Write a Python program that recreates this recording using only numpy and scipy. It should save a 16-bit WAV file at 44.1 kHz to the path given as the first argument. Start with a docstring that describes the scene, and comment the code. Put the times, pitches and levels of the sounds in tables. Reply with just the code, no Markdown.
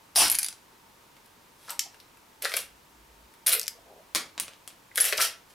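"""A shot cracks close to the microphone indoors, gas hisses, and a pellet and its chips bounce on a bench.
Then the lever of the air rifle is worked: parts slide, rub, latch and clink, and a spent shell drops.
Blows are short filtered bursts, sliding and gas are shaped noise, and clinks are decaying pairs of sines.
A small room answers with noise tails; a fan whines far off in steady hush and a low rumble swells twice.
The camera's limiter holds the loudest moments down."""
import sys
import numpy as np
from scipy import signal
from scipy.fft import rfft, irfft, next_fast_len
from scipy.io import wavfile
from scipy.ndimage import uniform_filter1d, minimum_filter1d, map_coordinates

SR = 44100
rng = np.random.default_rng(int(sys.argv[2]) if len(sys.argv) > 2 else 0)


def unload_audio(sound):
    """Save the sound as a 16-bit wav file, at the path given as the first command line argument."""
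    columns = np.transpose(np.atleast_2d(sound))
    # keep every value between -1 and 1, then stretch to whole-number steps
    steps = np.round(np.clip(columns, -1, 1) * 32767)
    wavfile.write(sys.argv[1], SR, steps.astype(np.int16))


N = 244296
T = np.arange(N) / SR  # time of each sample [s]

# colour of steel parts at the microphone: (frequency [Hz], relative level [dB])
STEEL_COLOUR = [(59, -68), (100, -24.5), (421, -2.5), (499, -5), (1080, -7), (1430, -7), (1700, -8),
                (5630, -6), (6410, -10.5), (10700, -5), (13600, -11), (15800, -24), (16800, -66)]
# colour of the shot at the microphone: (frequency [Hz], relative level [dB])
BLAST_COLOUR = [(18, -55), (30, -22), (60, -4), (219, -8.5), (308, -3.5), (471, -12.5), (779, -13),
                (1400, -8.5), (1510, -10), (3530, -10.5), (5530, -4.5), (6480, -20), (9900, -12.5),
                (15500, -28), (16800, -77.5)]


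def amp(db):
    """Decibels to gain."""
    return 10 ** (np.asarray(db) / 20)


def unit(x):
    """x at rms 1."""
    return x / np.sqrt(np.mean(x ** 2) + 1e-20)


def along(points, hz):
    """Values of (frequency, value) points, interpolated on a log frequency axis."""
    point_hz, values = np.transpose(points)
    return np.interp(np.log(hz + 1), np.log(point_hz + 1), values)


def filtered(x, response):
    """x times a response of frequency."""
    m = next_fast_len(x.shape[-1] + 8192)
    spectrum = rfft(x, m) * response(np.fft.rfftfreq(m, 1 / SR))
    return irfft(spectrum, m)[..., :x.shape[-1]]


def spread(pair, alike):
    """Two unrelated noises turned into a left and right of given likeness."""
    def mid_side_gains(hz):
        turn = np.arccos(np.clip(along(alike, hz), -1, 1)) / 2
        return np.array([np.cos(turn), np.sin(turn)])

    mid, side = filtered(pair, mid_side_gains)
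    return np.array([mid + side, mid - side])


def bands(colour, hz):
    """Gains of the treble, middle and body ranges of a colour."""
    # where the ranges meet: (body to middle [Hz], middle to treble [Hz])
    split_hz = (1100, 7000)
    low, high = [1 / (1 + (hz / edge) ** 6) for edge in split_hz]
    return amp(along(colour, hz)) * [1 - high, high - low, low]


def band_noises(colour):
    """Treble, middle and body bands of one coloured noise, each of rms 1."""
    noise = rng.standard_normal(N)
    return [unit(band) for band in filtered(noise, lambda hz: bands(colour, hz))]


def resonance(hz, centre_hz, sharp):
    """Gain of one resonance; sharp is its quality factor."""
    return 1 / np.sqrt(1 + (sharp * (hz / centre_hz - centre_hz / (hz + 1))) ** 2)


def causal(gain):
    """The minimum-phase response of that gain: it starts at once and only rings afterwards."""
    cepstrum = irfft(np.log(gain + 1e-5))
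    half = cepstrum.shape[-1] // 2
    cepstrum[..., 1:half] *= 2
    cepstrum[..., half + 1:] = 0
    return np.exp(rfft(cepstrum))


def swell(start, rise, hold, db, t60):
    """Gain that rises steadily in dB, holds, and dies away."""
    t = T - start
    rise_db = 23.5  # a swell starts this far under its top
    climb_db = rise_db * np.clip(1 - t / max(rise, 1e-3), 0, 1)
    fall_db = 60 * np.clip(t - rise - hold, 0, None) / t60
    return (t > 0) * amp(db - climb_db - fall_db)


def contacts(rows, colour, chatter, t60, sharp, hollow, body_db, body_hz, pan_db, room_db, middle_hz=None):
    """Each blow is a spike with a short chatter behind it; the struck part and the body set its two pitches."""
    heavy = 1.3  # dB more body for each dB more middle: a heavy contact also moves the stock
    light_db, light_hz = 4, 2050  # dB less body for each octave of the part above this pitch
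    ringy = .65  # share of a blow's own uneven colour that the room carries on
    pan_scatter_db = 1.5  # contacts come from slightly different places
    direct, send = np.zeros((2, N + SR)), np.zeros(N + SR)
    t = np.arange(4096) / SR
    hz = np.fft.rfftfreq(len(t), 1 / SR)
    for s, db, middle_db, *pitch_hz in rows:
        blow = chatter * amp(-60 * t / t60) * rng.standard_normal(len(t))
        blow[0] = 1
        part_hz = middle_hz or pitch_hz[0]
        knock_db = heavy * middle_db - light_db * np.log2(part_hz / light_hz)
        part = resonance(hz, part_hz, sharp)
        body = resonance(hz, body_hz, hollow) ** 2
        shape = causal(bands(colour, hz) * [hz * 0 + 1, part, body])
        ranges = irfft(np.array([rfft(blow) * shape, shape]))  # with and without chatter
        ranges /= np.linalg.norm(ranges, axis=-1, keepdims=True)
        burst, even = amp(db) * amp([0, middle_db, body_db + knock_db]) @ ranges
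        side_db = (pan_db + pan_scatter_db * rng.standard_normal()) / 2
        first = round(s * SR)
        direct[:, first:][:, :len(t)] += amp([[side_db], [-side_db]]) * burst
        send[first:][:len(t)] += amp(room_db) * (ringy * burst + (1 - ringy) * even)
    return direct[:, :N], send[:N]


def hush():
    """Steady room air and camera hiss: coloured noise, partly alike on the left and right."""
    # colour of the hush: (frequency [Hz], relative level [dB])
    hush_colour = [(15, -25), (25, -3.5), (304, 0), (433, -1), (483, -1.5), (634, -2.5), (878, -2),
                   (952, 0.5), (1220, -1.5), (1360, -4), (10700, -15.5), (15200, -16), (16500, -32)]
    # left-right likeness: (frequency [Hz], likeness [-1 to 1])
    hush_alike = [(60, 1), (240, 0.74), (950, 0.064), (3770, 0.5), (15000, 1)]
    pair = filtered(rng.standard_normal((2, N)), lambda hz: amp(along(hush_colour, hz)))
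    return amp(-57.5) * unit(spread(pair, hush_alike))


def fan():
    """A far fan whines: noise through one narrow resonance."""
    # the whine: (centre [Hz], half width at half gain [Hz], level [dB rms])
    whine = (915, 46, -69)
    centre_hz, width_hz, db = whine
    noise = rng.standard_normal(N)
    return amp(db) * unit(filtered(noise, lambda hz: 1 / (1 + ((hz - centre_hz) / width_hz) ** 2)))


def rumble():
    """A low rumble swells twice: noise in a narrow band around 55 Hz."""
    # the two swells: (start [s], rise [s], hold [s], level [dB])
    rumble_swells = [(2.316, .8, 0.14, -61), (3.503, .2, .2, -74)]
    low = unit(filtered(rng.standard_normal(N), lambda hz: 1 / (1 + ((hz - 55) / 8) ** 4)))
    return sum(swell(*row, t60=.2) for row in rumble_swells) * low


def room(x, gap=.003):
    """Near surfaces answer first and briefly; then each frequency dies at its own speed."""
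    # how long the room rings: (frequency [Hz], t60 [s])
    room_t60 = [(300, 0.38), (800, 0.31), (2100, 0.32), (5500, 0.25), (14000, 0.18)]
    # left-right likeness of the tail: (frequency [Hz], likeness [-1 to 1])
    room_alike = [(300, 0.99), (4000, .75), (8000, 0.79), (14000, 1)]
    out, step = np.zeros((2, N + SR)), SR // 10
    for i in range(0, N, step):  # a new tail every tenth of a second, as the rifle moves
        noise = spread(rng.standard_normal((2, SR // 2)), room_alike)
        hz, t, z = signal.stft(noise, SR, nperseg=128)
        late = amp(-60 * t / along(room_t60, hz)[:, None])
        near = 1.13 * amp(-60 * t / 0.022)
        tail = signal.istft(z * (late + near), SR, nperseg=128)[1]
        wet = signal.fftconvolve(x[None, i:i + step], tail / np.linalg.norm(tail[0]), axes=1)
        out[:, i + round(gap * SR):][:, :wet.shape[1]] += wet
    return out[:, :N]


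def sliding():
    """Rough steel on steel: uneven grains of noise over the hollow stock; the grip sets the pitch of a rub."""
    # parts sliding: (start [s], rise [s], hold [s], treble level [dB], middle re treble [dB])
    slides = [(1.525, .12, .03, -61, 0.5), (1.675, .02, 0.013, -50.5, 7.5), (2.419, .002, 0.0033, -44, 5),
              (2.432, .01, 0.16, -49.5, 3.5), (2.513, .055, 0.024, -44, -18),
              (3.461, 0.0027, 0.064, -37.5, 1.5), (4.945, .004, .04, -55, 1),
              (4.998, .006, 0.091, -34.5, -1), (5.147, .07, 0.031, -33, -1.5), (5.487, .016, .005, -64, 4)]
    # hands on the stock: (start [s], rise [s], hold [s], level [dB], pitch [Hz])
    rubs = [(1.687, 0.034, 0.014, -48, 1020), (1.836, 0.027, .008, -52, 750),
            (2.418, 0.022, 0.016, -39.5, 543), (3.522, 0.019, 0.041, -50, 466),
            (3.627, 0.01, .005, -56, 650), (3.74, 0.011, .005, -59, 547), (3.771, 0.016, .005, -54, 660),
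            (3.826, 0.046, .13, -56.5, 610), (5.123, 0.0061, 0.0068, -42, 486),
            (5.432, 0.014, 0.03, -67, 900)]
    treble, middle, body = band_noises(STEEL_COLOUR)
    uneven_db = 3.5 * map_coordinates(rng.standard_normal(N // 60 + 4), [np.arange(N) / 60])
    grains = unit(amp(uneven_db))

    def hollow(centre_hz, sharp):
        return unit(filtered(body, lambda hz: resonance(hz, centre_hz, sharp) ** 2))

    stock = amp(-17) * hollow(590, sharp=1.7)
    out = np.zeros(N)
    for s, rise, hold, db, middle_db in slides:
        steel = grains * (treble + amp(middle_db) * middle)
        out += swell(s, rise, hold, db, t60=0.17) * (steel + stock)
    for s, rise, hold, db, pitch_hz in rubs:
        sharp = 0.92 * max(hold, .005) ** -.3  # a long rub wanders over the stock and sounds broader
        out += swell(s, rise, hold, db, t60=.07) * hollow(pitch_hz, sharp)
    return out


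def clinks():
    """A close pair for each mode, so the ring beats; a loose part rattles and blurs it, a touch stops it."""
    # parts left ringing until touched again: (time [s], part, level [dB], length [s])
    clink_rows = [(.316, "chip", -11.5, .03), (1.684, "spring", -42.5, 0.048), (3.469, "lever", -19, .035),
                  (3.524, "lever", -17.5, 0.077), (4.915, "sear", -41.5, .02),
                  (4.957, "lever", -29.5, 0.0088), (5.008, "pin", -14.5, 0.032),
                  (5.188, "spring", -27.5, 0.066)]
    # each part: rattle [0 to 1] and its modes (frequency [Hz], level [dB], t60 [s])
    ringing_parts = {"lever": (0.75, [(9800, 3.5, 0.096), (12950, -2, 0.22)]),
                     "pin": (0.19, [(11000, 5.5, .07)]), "spring": (0.52, [(1340, 2.5, 0.37)]),
                     "sear": (0.22, [(2070, 0, 0.03)]), "chip": (0.48, [(11600, -0.5, 0.043)])}
    out = np.zeros(N)
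    for s, part, db, length in clink_rows:
        t = np.clip(T - s, 0, None)
        rattle, modes = ringing_parts[part]
        touch = 1 / (1 + np.exp(np.clip((t - length) / 0.0012, -50, 50)))
        for hz, mode_db, t60 in modes:
            pair = np.sin(2 * np.pi * hz * t) + .5 * np.sin(2 * np.pi * (hz - 75) * t)
            shake = map_coordinates(rng.standard_normal(N // 30 + 4), [np.arange(N) / 30])
            shaken = 1 - rattle + rattle * shake
            out += amp(db + mode_db - 60 * t / t60) * shaken * pair * touch
    return out


def catch():
    """A spring catch snaps, later ticks over its notches: short sharp blows on one small steel part."""
    # snaps and ticks: (time [s], treble energy [dB], middle re treble [dB])
    catch_blows = [(1.7932, 0, 3.5), (1.7955, -8.5, 6.5), (3.5955, -4.5, -1.5), (3.6142, -12.5, 2),
                   (3.6308, -19, 5), (3.6378, -22.5, 5), (3.6595, -28, 4), (3.6675, -27, 10), (3.68, -6, 2)]
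    return contacts(catch_blows, STEEL_COLOUR, chatter=0.28, t60=0.0094, sharp=2.8, hollow=1.6, body_db=-35,
                    body_hz=637, pan_db=2.3, room_db=-6.5, middle_hz=6100)


def shell():
    """A spent shell drops on the bench and bounces: clean blows with little chatter and a broad body."""
    # bounces: (time [s], treble energy [dB], middle re treble [dB])
    shell_blows = [(4.1495, 2.5, 2), (4.1547, -12.5, -1), (4.1611, -7, 2), (4.3788, -26.5, 14),
                   (4.3992, -1.5, -7.5), (4.435, -31, 8), (4.4814, -30.5, 11), (4.5352, -44.5, 16),
                   (4.6768, -17.5, -3), (4.7042, -47, 16.5)]
    # colour of shell and bench at the microphone: (frequency [Hz], relative level [dB])
    bench_colour = [(47, -50), (80, -13.5), (274, 2.5), (313, -1.5), (1030, 1), (1120, 0.5), (1500, -8),
                    (9610, -9.5), (12900, -18.5), (16800, -29)]
    return contacts(shell_blows, bench_colour, chatter=.12, t60=0.01, sharp=0.75, hollow=0.098, body_db=-10,
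                    body_hz=500, pan_db=2.7, room_db=-1.0, middle_hz=2900)


def pellet():
    """The pellet and its chips bounce on the bench: bright blows with much chatter and little body."""
    # bounces: (time [s], treble energy [dB], middle re treble [dB])
    pellet_blows = [(0.2809, -7, -5), (0.2994, 7.5, -7.5), (0.317, -5, -3), (0.3245, -12, 5),
                    (0.3467, -11.5, 4), (0.3517, -2, -2), (0.387, 5, -8), (0.3924, -20.5, 10.5),
                    (0.418, -23, 7), (0.4306, -3.5, -3), (0.4449, -5, -3.5), (0.4628, -14.5, 5.5),
                    (0.485, -12, 1.5), (0.5148, -39, 2), (0.5268, -34.5, 13), (0.541, -47, 6)]
    # colour of the pellet on the bench: (frequency [Hz], relative level [dB])
    plastic_colour = [(590, -23), (1000, -8), (2010, -7.5), (2420, -3.5), (2930, -9.5), (4270, -2.5),
                      (8580, 0), (9770, 17), (13100, 2), (16000, -12), (16800, -54)]
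    return contacts(pellet_blows, plastic_colour, chatter=0.82, t60=0.013, sharp=0.28, hollow=2.1,
                    body_db=-20.5, body_hz=774, pan_db=0.5, room_db=-2.5, middle_hz=4700)


def action():
    """Metal meets metal in the action: each struck part has its own pitch over the hollow stock."""
    # contacts: (time [s], treble energy [dB], middle re treble [dB], pitch of the struck part [Hz])
    action_blows = [(1.1666, -41, 6.5, 1250), (1.2592, -35, -5, 2630), (1.705, -8.5, -15, 1320),
                    (1.9442, -36.5, 7.5, 1240), (2.0013, -35, 7.5, 4960), (2.172, -37, -0.5, 1230),
                    (2.4232, -8, -8.5, 2580), (2.4482, -13.5, 8.5, 5500), (2.4538, -13, 11.5, 1410),
                    (2.5187, -22, 11, 1760), (2.5393, -12.5, 9.5, 1330), (2.5669, -0.5, -13.5, 2200),
                    (2.5702, -10, 3.5, 2050), (2.5894, -20.5, 6, 3030), (3.3386, -36.5, 1.5, 1930),
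                    (3.4658, -2, -10.5, 2500), (3.4697, -1, -1.5, 5390), (3.4771, -4.5, 0, 2670),
                    (3.483, -9, -1, 4570), (3.4886, -2, -14, 2550), (3.4934, -1, -3.5, 2450),
                    (3.5179, -10, 4.5, 3430), (3.5265, -4, -6, 2400), (3.5323, 3, -1.5, 2100),
                    (3.5511, -11.5, -3, 1990), (4.9578, -8.5, -6.5, 2930), (4.9737, -3, -11.5, 1990),
                    (4.978, 1, 1.5, 1790), (5.0025, -2, -2, 5830), (5.0425, -3, -5, 2030),
                    (5.0525, 3.5, -6.5, 2250), (5.1252, -11, 11, 1840), (5.1306, -14.5, 10.5, 1350),
                    (5.1728, -12, -7, 5230), (5.1778, -13, 9.5, 6940), (5.1816, -11, 5, 1360),
                    (5.2065, -4, 2.5, 1480), (5.2005, -12, 3.5, 1400), (5.2124, 2, -2, 1370),
                    (5.2154, 4, 3, 5800), (5.2215, -2, -7, 1820)]
    return contacts(action_blows, STEEL_COLOUR, chatter=0.39, t60=0.014, sharp=1.3, hollow=1.7, body_db=-16,
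                    body_hz=602, pan_db=3.5, room_db=0.0)


def gas():
    """The charge hisses out behind the pellet: noise with a moving level and low end."""
    # gas leaving the muzzle: (time [s], level [dB], body level [dB] against it)
    gas_rows = [(0.152, -49, -6.5), (0.16, -40.5, -10), (0.19, -30.5, -12.5), (0.244, -29.5, -17),
                (0.29, -37, -9)]
    treble, middle, body = band_noises(BLAST_COLOUR)
    s, db, low_db = np.transpose(gas_rows)
    gain = amp(np.interp(T, s, db, -150, -150))  # silent outside the table
    low = amp(np.interp(T, s, low_db))
    return gain * (1.24 * treble + 1.19 * middle + low * body)


def shot():
    """Muzzle blast and its first strong returns: dense noisy bursts over a broad body."""
    # blast and returns: (time [s], treble energy [dB], middle re treble [dB])
    shot_blows = [(0.1591, 3, -2.5), (0.1624, 6, -3.5), (0.1669, 15.5, -17.5), (0.1726, 8, 0.5)]
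    return contacts(shot_blows, BLAST_COLOUR, chatter=1.0, t60=0.0076, sharp=0.25, hollow=1.23, body_db=-0.5,
                    body_hz=894, pan_db=3.5, room_db=8.5, middle_hz=5300)


def scene():
    """Every source, direct and through the room."""
    blows = [catch(), shell(), pellet(), action(), shot()]
    direct = sum(near for near, send in blows)
    sends = sum(send for near, send in blows)
    rubbed = sliding() + clinks() + gas()
    wet = room(sends + amp(-5.5) * rubbed)
    background = hush() + fan() + rumble()
    return background + wet + rubbed * amp([[.4], [-.4]]) + direct


def record(dry):
    """A limiter that reacts in a millisecond or two and holds briefly, then the band limit."""
    needed = np.minimum(1, 0.43 / (np.abs(dry).max(axis=0) + 1e-9))
    held = minimum_filter1d(needed, size=221, origin=95)  # mostly looks back, so the gain stays down
    gain = uniform_filter1d(held, size=81)
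    top_hz = 16950
    return filtered(dry * gain, lambda hz: hz < top_hz)


dry = scene()
out = record(dry)
unload_audio(out)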